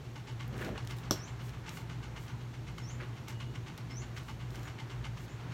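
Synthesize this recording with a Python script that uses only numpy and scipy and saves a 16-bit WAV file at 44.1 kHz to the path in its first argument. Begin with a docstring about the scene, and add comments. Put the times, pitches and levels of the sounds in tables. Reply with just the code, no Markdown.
"""A slow four-blade ceiling fan runs throughout: its hum wavers round each turn and its mount rattles.
Within the first second leather creaks, cloth brushes and small metal parts of a leather bag tick.
Just after one second the clasp snaps shut and a bird outside begins to chirp. The bag is then swung
round with more ticks, brushes and bumps, while chirps and fainter peeps return until near the end.
Tones are trembling sine waves; rattles, ticks and rubbing are filtered noise; the thud is fading sines."""
import sys
import numpy as np
from scipy import signal
from scipy.fft import rfft, irfft, next_fast_len
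from scipy.io import wavfile
from scipy.ndimage import uniform_filter1d

SR = 44100
rng = np.random.default_rng(int(sys.argv[2]) if len(sys.argv) > 2 else 0)


def pcm_store(signal):
    """Save signal as 16-bit PCM."""
    levels = np.round(np.clip(np.atleast_2d(signal), -1, 1) * 32767)
    wavfile.write(sys.argv[1], SR, levels.astype(np.int16).T)


N = 243873  # length in samples

TURN_HZ = 1.994  # turns of the fan per second
CLASP_S = 1.1088  # moment of the snap


def undb(db):
    """Turn decibels into a gain."""
    return 10 ** (np.asarray(db) / 20)


def unit(x):
    """Scale to an average (rms) level of 1."""
    return x / np.sqrt(np.mean(x ** 2))


def colour(x, points):
    """Shape the spectrum by (Hz, dB) points joined on a log-frequency axis."""
    hz, db = np.transpose(points)
    size = next_fast_len(len(x))
    f = np.arange(size // 2 + 1) * SR / size
    gain = undb(np.interp(np.log(f + 1), np.log(hz), db))
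    return irfft(rfft(x, size) * gain, size)[:len(x)]


def band(x, hz, width_hz):
    """Let through one resonance, with gain 1 at its centre."""
    b, a = signal.iirpeak(min(hz, .45 * SR), hz / width_hz, SR)
    return signal.lfilter(b, a, x)


def steep(x, hz, width_hz):
    """Apply the same resonance twice, so its sides fall faster."""
    return band(band(x, hz, width_hz), hz, width_hz)


def walk(rate):
    """Random wandering with rms 1: levels held for 1 / rate seconds, then smoothed twice."""
    hold = int(SR / rate)
    steps = np.repeat(rng.standard_normal(N // hold + 1), hold)
    return unit(uniform_filter1d(uniform_filter1d(steps, hold), hold)[:N])


def grit(spread_db):
    """Noise in which single samples now and then stand out like small slips."""
    return unit(rng.standard_normal(N) * undb(spread_db * rng.exponential(size=N)))


def bursts(times, levels_db, rise_s, fade_s):
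    """Loudness curve: each event rises fast and dies by 60 dB in its fade time."""
    t = np.arange(N) / SR
    out = np.zeros(N)
    for s, db, fade in zip(times, levels_db, np.broadcast_to(fade_s, len(times))):
        on = slice(int(s * SR), int((s + fade) * SR))
        age = np.maximum(t[on] - s, 0)
        out[on] += undb(db - 60 * age / fade) * (1 - np.exp(-age / rise_s))
    return out


def swells(rows):
    """Loudness curve: each gesture swells to its peak and fades."""
    swell_db = 22.5  # drop from the peak, one rise before it and one fall after it
    t = np.arange(N) / SR
    out = np.zeros(N)
    for s, rise, fall, db in rows:
        distance = np.where(t < s, (s - t) / rise, (t - s) / fall)
        out += undb(db - swell_db * distance ** 2)
    return out


def spans(tables, column):
    """Gain of one dB column over time, silent between the tables."""
    t = np.arange(N) / SR
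    gain = np.zeros(N)
    for table in tables:
        columns = np.transpose(table)
        gain += np.interp(t, columns[0], undb(columns[column]), 0, 0)
    return uniform_filter1d(gain, size=400)


def whistle(calls, waver, flutter_db, rate):
    """A near-sine tone whose pitch and level tremble."""
    rows = np.concatenate(calls)
    pitch = np.interp(np.arange(N) / SR, rows[:, 0], rows[:, 1]) * (1 + waver * walk(rate))
    level = spans(calls, column=2) * undb(flutter_db * walk(rate))
    return np.sqrt(2) * level * np.sin(2 * np.pi * np.cumsum(pitch) / SR)


def echo(x, t60, wet_db):
    """Add a diffuse tail of noise that dies by 60 dB in t60 seconds."""
    t = np.arange(int(t60 * SR)) / SR
    tail = rng.standard_normal(len(t)) * undb(-60 * t / t60) * (t > .003)
    return x + undb(wet_db) * signal.fftconvolve(x, tail / np.linalg.norm(tail))[:N]


# tone colour of the steady hiss: pitch_hz, relative level_db (per Hz)
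AIR_COLOUR = [(18, -62), (30, -19.5), (70, -6.5), (124, -3), (204, -12.5), (364, -14), (554, -22.5),
              (889, -20.5), (1860, -26), (2120, -27), (4910, -36), (6720, -38.5), (10200, -48.5),
              (14400, -49.5), (16000, -55)]


def air():
    """Room air and microphone hiss; the mids swell a little as each blade sweeps by."""
    noise = unit(colour(rng.standard_normal(N), AIR_COLOUR))
    sweep = np.cos(2 * np.pi * (4 * TURN_HZ * np.arange(N) / SR - .4))
    mids = band(noise, 1350, 2300)
    mids_gain = undb(0.5 * sweep + 1.84 * walk(4.694))
    return undb(-47.5) * (noise + (mids_gain - 1) * mids)


# wavering low drones of noise: pitch_hz, width_hz (of each of two filter passes), level_db
NOISE_DRONES = [(165.6, 3.3, -57.5), (229.6, 12, -63.5)]
# a lower drone near 58 Hz whose level wavers by chance: time_s, relative level_db
LOW_DRONE_LEVEL = [(0, -57), (.36, -65), (.5, -50), (1.09, -51), (1.23, -66), (1.4, -52), (1.68, -55),
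                   (1.76, -62), (1.9, -49), (2.17, -50), (2.27, -60), (2.75, -49.5), (3.22, -70),
                   (3.45, -52), (3.82, -64), (4.05, -49), (4.25, -58), (4.53, -47), (4.86, -64),
                   (5.079, -47), (5.25, -50), (5.4, -68)]
# the turning blades split the hum into side tones: distance from the hum (turn rates),
# relative level_db, angle at which it is in step with the hum (turns)
HUM_SIDES = [(-4, -53.5, .209), (-2, -56.8, .248), (-1, -63.3, .924), (1, -59.6, .937), (2, -59.8, .486),
             (3, -59, .257), (4, -55.7, .151), (5, -61.5, .034), (6, -63.6, .152), (7, -59.7, .129),
             (8, -56.3, .009), (10, -65, .08)]


def hum():
    """Motor tone and side tones beat in a pattern that repeats each turn, over low drones."""
    hum_order, hum_db = 60, -46.2  # the motor tone is 60 times the turn rate
    angle = np.arange(N) / SR * TURN_HZ
    tones = np.zeros(N)
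    for k, db, at in [(0, hum_db, 0)] + list(HUM_SIDES):
        tones += undb(db) * np.cos(2 * np.pi * (hum_order * angle + k * (angle - at)))
    wander = undb(0.97 * walk(4.57))
    drones = sum(undb(db) * unit(steep(rng.standard_normal(N), hz, width))
                 for hz, width, db in NOISE_DRONES)
    low_rows = [(s, 58, db) for s, db in LOW_DRONE_LEVEL]  # centred on 58 Hz
    low = whistle([low_rows], waver=0.017, flutter_db=1.6, rate=10)
    return np.sqrt(2) * wander * tones + drones + undb(-1.0) * low


# fainter peeps: start_s, length_s, first_pitch_hz, last_pitch_hz, relative level_db
FAINT_PEEPS = [(2.765, .035, 6600, 6720, -64), (3.331, .17, 2888, 2896, -64.5),
               (3.54, .04, 3170, 3180, -68), (4.63, .04, 7200, 6700, -63),
               (5.277, 0.054, 6500, 7400, -66.5)]


def peep(s, length, from_hz, to_hz, db):
    """One short note: a straight glide that rises, holds and fades."""
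    edge = .014 / length  # 14 ms to rise and to fade
    u = np.array([0, edge, 1 - edge, 1])
    level_db = db + np.array([-9, -0.5, -2, -7])
    return np.transpose([s + u * length, from_hz + u * (to_hz - from_hz), level_db])


# bird calls: start_s, glide_s, first_pitch_hz, top_pitch_hz, relative level_db
BIRD_CALLS = [(1.174, 0.093, 5310, 7390, -56.5), (2.82, 0.097, 5400, 7180, -56.5),
              (3.9, .11, 5220, 7200, -55.5)]


def chirp(s, glide, low_hz, top_hz, db):
    """One call: the pitch climbs ever faster to the top and rests there while the level fades."""
    attack_s, tail_s = 0.02, 0.029
    sag_db, top_db, faint_db = -2.5, -6, -7
    u = np.linspace(0, 1, 20)
    age = np.append(u * glide, glide + tail_s)
    hz = np.append(low_hz + (top_hz - low_hz) * u ** 2.1, top_hz)
    level_db = np.interp(age, [0, attack_s, 0.96 * glide, glide, age[-1]],
                         [faint_db, 0, sag_db, top_db, top_db + faint_db])
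    return np.transpose([s + age, hz, db + level_db])


def birds():
    """Chirps and peeps are trembling whistles that ring in the yard outside."""
    calls = whistle([chirp(*row) for row in BIRD_CALLS], waver=0.0076, flutter_db=3.8, rate=350)
    peeps = whistle([peep(*row) for row in FAINT_PEEPS], waver=.005, flutter_db=3.5, rate=200)
    return undb(-3) * echo(calls + peeps, .2, 2.5)


# ringing modes of the fan's housing:
# pitch_hz, relative width (scaled to Hz by one common factor), relative level_db
MOUNT_MODES = [(1145, 79, 10.5), (1486, 31, 6), (2093, 36, 9), (2830, 168, 2), (3800, 240, -27),
               (4040, 21, -16), (4390, 8.7, -2), (4250, 39, -47.5)]
# what each of the four blades does to the mount, all relative:
# ring of the lowest mode level_db, treble level_db, knock level_db
BLADE_STRENGTHS = [(-16, -22.5, -8), (-14.5, -22.5, -10), (-12, -22.5, 7.5), (-17, -24.5, -5)]
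# the blades pass in turn and shake the mount: time_s, relative level_db
BLADE_PASSES = [(.0438, -50), (.157, -39.5), (.274, -39), (.399, -38.5), (.5294, -44.5), (.6494, -40.5),
                (0.7755, -39), (0.899, -35), (1.0355, -42), (1.1594, -40), (1.275, -41.5), (1.3955, -43),
                (1.5288, -46.5), (1.6627, -37), (1.7698, -42), (1.897, -39), (2.0294, -41.5), (2.1631, -40),
                (2.2794, -42), (2.4036, -47.5), (2.537, -44.5), (2.6711, -42), (2.7813, -40), (2.8991, -43),
                (3.0294, -56), (3.165, -44.5), (3.2794, -36), (3.4009, -38.5), (3.5414, -41), (3.666, -38),
                (3.7765, -44.5), (3.9003, -44.5), (4.0198, -42.5), (4.1664, -36), (4.2847, -38),
                (4.401, -41), (4.5453, -42), (4.671, -39.5), (4.7857, -40), (4.9003, -40.5), (5.044, -37.5),
                (5.1711, -41.5), (5.279, -46.5), (5.398, -47), (5.5148, -43.5)]


def mount():
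    """Each blade pass sends a short chatter into the modes of the housing, with a knock inside it."""
    s, db = np.transpose(BLADE_PASSES)
    blade = np.array(BLADE_STRENGTHS)[np.arange(len(s)) % len(BLADE_STRENGTHS)]
    uneven = blade + 1.34 * rng.standard_normal(blade.shape)  # no two passes are quite alike
    low_db, treble_db, knock_db = uneven.T
    chatter = grit(2.1) * undb(2.16 * walk(250))
    rattle = bursts(s - .006, db - 1.5, 0.021, 0.14)
    knock = bursts(s + 0.0013, db + knock_db - 6.0, 0.0017, 0.0096)
    shake = chatter * (rattle + knock)
    body = sum(undb(level + 6) * band(shake, hz, 2.39 * width) for hz, width, level in MOUNT_MODES)
    body = body + undb(7) * steep(shake, 1560, 3600)
    # stretching the levels makes the lowest mode favour the hard strikes
    low_hits = bursts(s, 1.474 * (db + low_db) + 54.0, 0.0028, 0.16)
    low = band(chatter * low_hits, 896.3, 24.0)
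    treble_hits = bursts(s - .002, db + treble_db, 0.0057, 0.21)
    treble = undb(16) * steep(chatter * treble_hits, 4360, 3500)
    return steep(body, 2560, 7000) + low + treble


# cloth brushes as the bag swings, and one brief rustle right after the tick at 3.283 s: peak_s, rise_s, fall_s,
# relative level_db
CLOTH_BRUSHES = [(.62, 0.087, .12, -61), (.91, .07, .05, -66.5), (.985, .03, 0.049, -61.5),
                 (1.48, 0.1, .06, -65.5), (1.74, 0.066, .11, -59.5), (2.22, .09, 0.14, -68),
                 (3.287, 0.0036, 0.052, -62), (4.175, 0.041, .04, -67), (4.29, 0.096, 0.066, -68),
                 (4.54, .06, 0.086, -65.5), (4.63, .03, .09, -66), (5.235, .08, 0.044, -65)]
# leather creaks and scuffs: peak_s, rise_s, fall_s, level_db
LEATHER_CREAKS = [(.63, .1, 0.11, -46), (.76, .03, .025, -52.5), (1.41, 0.035, .05, -57),
                  (1.49, .05, 0.037, -57.5), (1.69, 0.11, 0.12, -55.5), (3.008, 0.015, 0.074, -44.5),
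                  (4.67, 0.095, 0.057, -53.5)]
# the bag bumps hand and hip: peak_s, rise_s, fall_s, relative level_db
BAG_BUMPS = [(.67, 0.23, 0.18, -41.5), (3.03, .05, 0.036, -49), (4.52, 0.046, .03, -53),
             (4.59, 0.08, .07, -51)]


def handling():
    """Cloth hisses, leather slips in uneven grains, the bag bumps hand and hip."""
    cloth_colour = [(1500, -10), (4000, -1), (7500, 0), (10300, -6), (12500, -4), (16000, -5)]
    cloth = unit(colour(grit(1.5), cloth_colour)) * undb(1.5 * walk(60))
    slips = grit(3.16) * undb(2.7 * walk(130))
    leather = unit(steep(slips, 1400, 1500) + .5 * steep(slips, 650, 600))
    thump = unit(steep(rng.standard_normal(N), 242, 354)) * undb(0.92 * walk(50))
    # the bag shakes on after the snap
    brush = swells(CLOTH_BRUSHES) + bursts([CLASP_S], [-43], .003, 0.12)
    bump = swells(BAG_BUMPS) + bursts([CLASP_S], [-29], .008, 0.13)
    return undb(3.0) * brush * cloth + swells(LEATHER_CREAKS) * leather + bump * thump


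# small metal parts of the bag tick: start_s, relative level_db, relative top octave level_db
METAL_TICKS = [(0.3165, -54, -64), (0.4782, -45, -54), (0.5792, -34, -58), (0.6137, -36, -56),
               (0.6474, -32, -56), (0.849, -38, -58), (0.8728, -26.5, -52), (0.9088, -30, -64),
               (0.9667, -43, -56), (0.985, -34.5, -56), (1.4184, -49, -62), (1.4935, -37, -62),
               (1.692, -25.5, -70), (2.7822, -36, -61), (3.2831, -28, -52), (3.777, -32.5, -49),
               (4.233, -45, -61), (4.5047, -37, -68), (4.556, -32.5, -56), (4.594, -39, -60),
               (4.631, -36, -57)]


def ticks():
    """Each tick is a short spit of noise in the low treble and in the top octave."""
    s, db, top_db = np.transpose(METAL_TICKS)
    fade_s = .011
    low = steep(rng.standard_normal(N) * bursts(s, db, 0.00063, fade_s), 4160, 5200)
    top = steep(rng.standard_normal(N) * bursts(s, top_db, 0.00019, fade_s), 12800, 9000)
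    return undb(0.5) * low + undb(8.0) * top


# tones of the bag's hollow body: pitch_hz, relative level_db, time to die by 60 dB (s)
HOLLOW_BODY = [(307, -0.5, 0.037), (633, -13, 0.042), (1016, -5.5, 0.014)]
# tone colour of the crack: pitch_hz, relative level_db (per Hz)
CRACK_COLOUR = [(290, -19), (500, -10), (919, 1.5), (2360, -18), (3590, -0.5), (4090, 4.5), (4870, -22),
                (5800, 3), (7640, -24), (8700, -23), (11300, -13), (15100, -18), (16000, -26)]
# ringing modes of the clasp's metal: pitch_hz, width_hz, relative level_db
METAL_MODES = [(3360, 90, 6), (4200, 83, 7), (4780, 80, 8), (5230, 120, -5), (5510, 200, 14),
               (7100, 100, -3), (7400, 92, 5.5), (11600, 1200, -4)]


def clasp():
    """The magnet snaps shut: a crack, the bag's hollow thud and the metal's rough short ring."""
    t = np.maximum(np.arange(N) / SR - CLASP_S, 0)
    contact = np.sin(np.pi * np.minimum(t / .0021, 1)) ** 2  # one hump of 2.1 ms
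    crack = unit(colour(rng.standard_normal(N), CRACK_COLOUR)) * contact
    shiver = rng.standard_normal(N) * bursts([CLASP_S], [-17], 0.0014, 0.17)
    ring = sum(undb(db) * band(shiver, hz, width) for hz, width, db in METAL_MODES)
    ring = ring + undb(-4.0) * steep(shiver, 4400, 4200)
    # the body answers as the contact ends
    late = np.maximum(t - .0019, 0)
    thud = sum(undb(db - 60 * late / t60) * np.sin(2 * np.pi * hz * late) for hz, db, t60 in HOLLOW_BODY)
    return undb(-17) * (crack + ring + undb(-2.5) * thud)


def scene():
    """Fan, bag and clasp in one small room, with the birds outside."""
    near = echo(mount() + handling() + ticks() + clasp(), 0.15, -10)
    return (air() + hum() + birds() + near)[None]


# dips in the overall tone colour: pitch_hz, width_hz, share removed (0 to 1)
TONE_DIPS = [(4950, 360, 0.46), (8460, 1700, 0.26), (10430, 660, 0.31)]


def record(dry):
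    """The overall tone dips at a few pitches and the top is cut."""
    for hz, width_hz, share in TONE_DIPS:
        dry = dry - share * band(dry, hz, width_hz)
    top_cut = signal.ellip(10, .2, 80, 15850, fs=SR, output="sos")  # steep cut above 15850 Hz
    return signal.sosfilt(top_cut, dry)


dry = scene()
out = record(dry)
pcm_store(out)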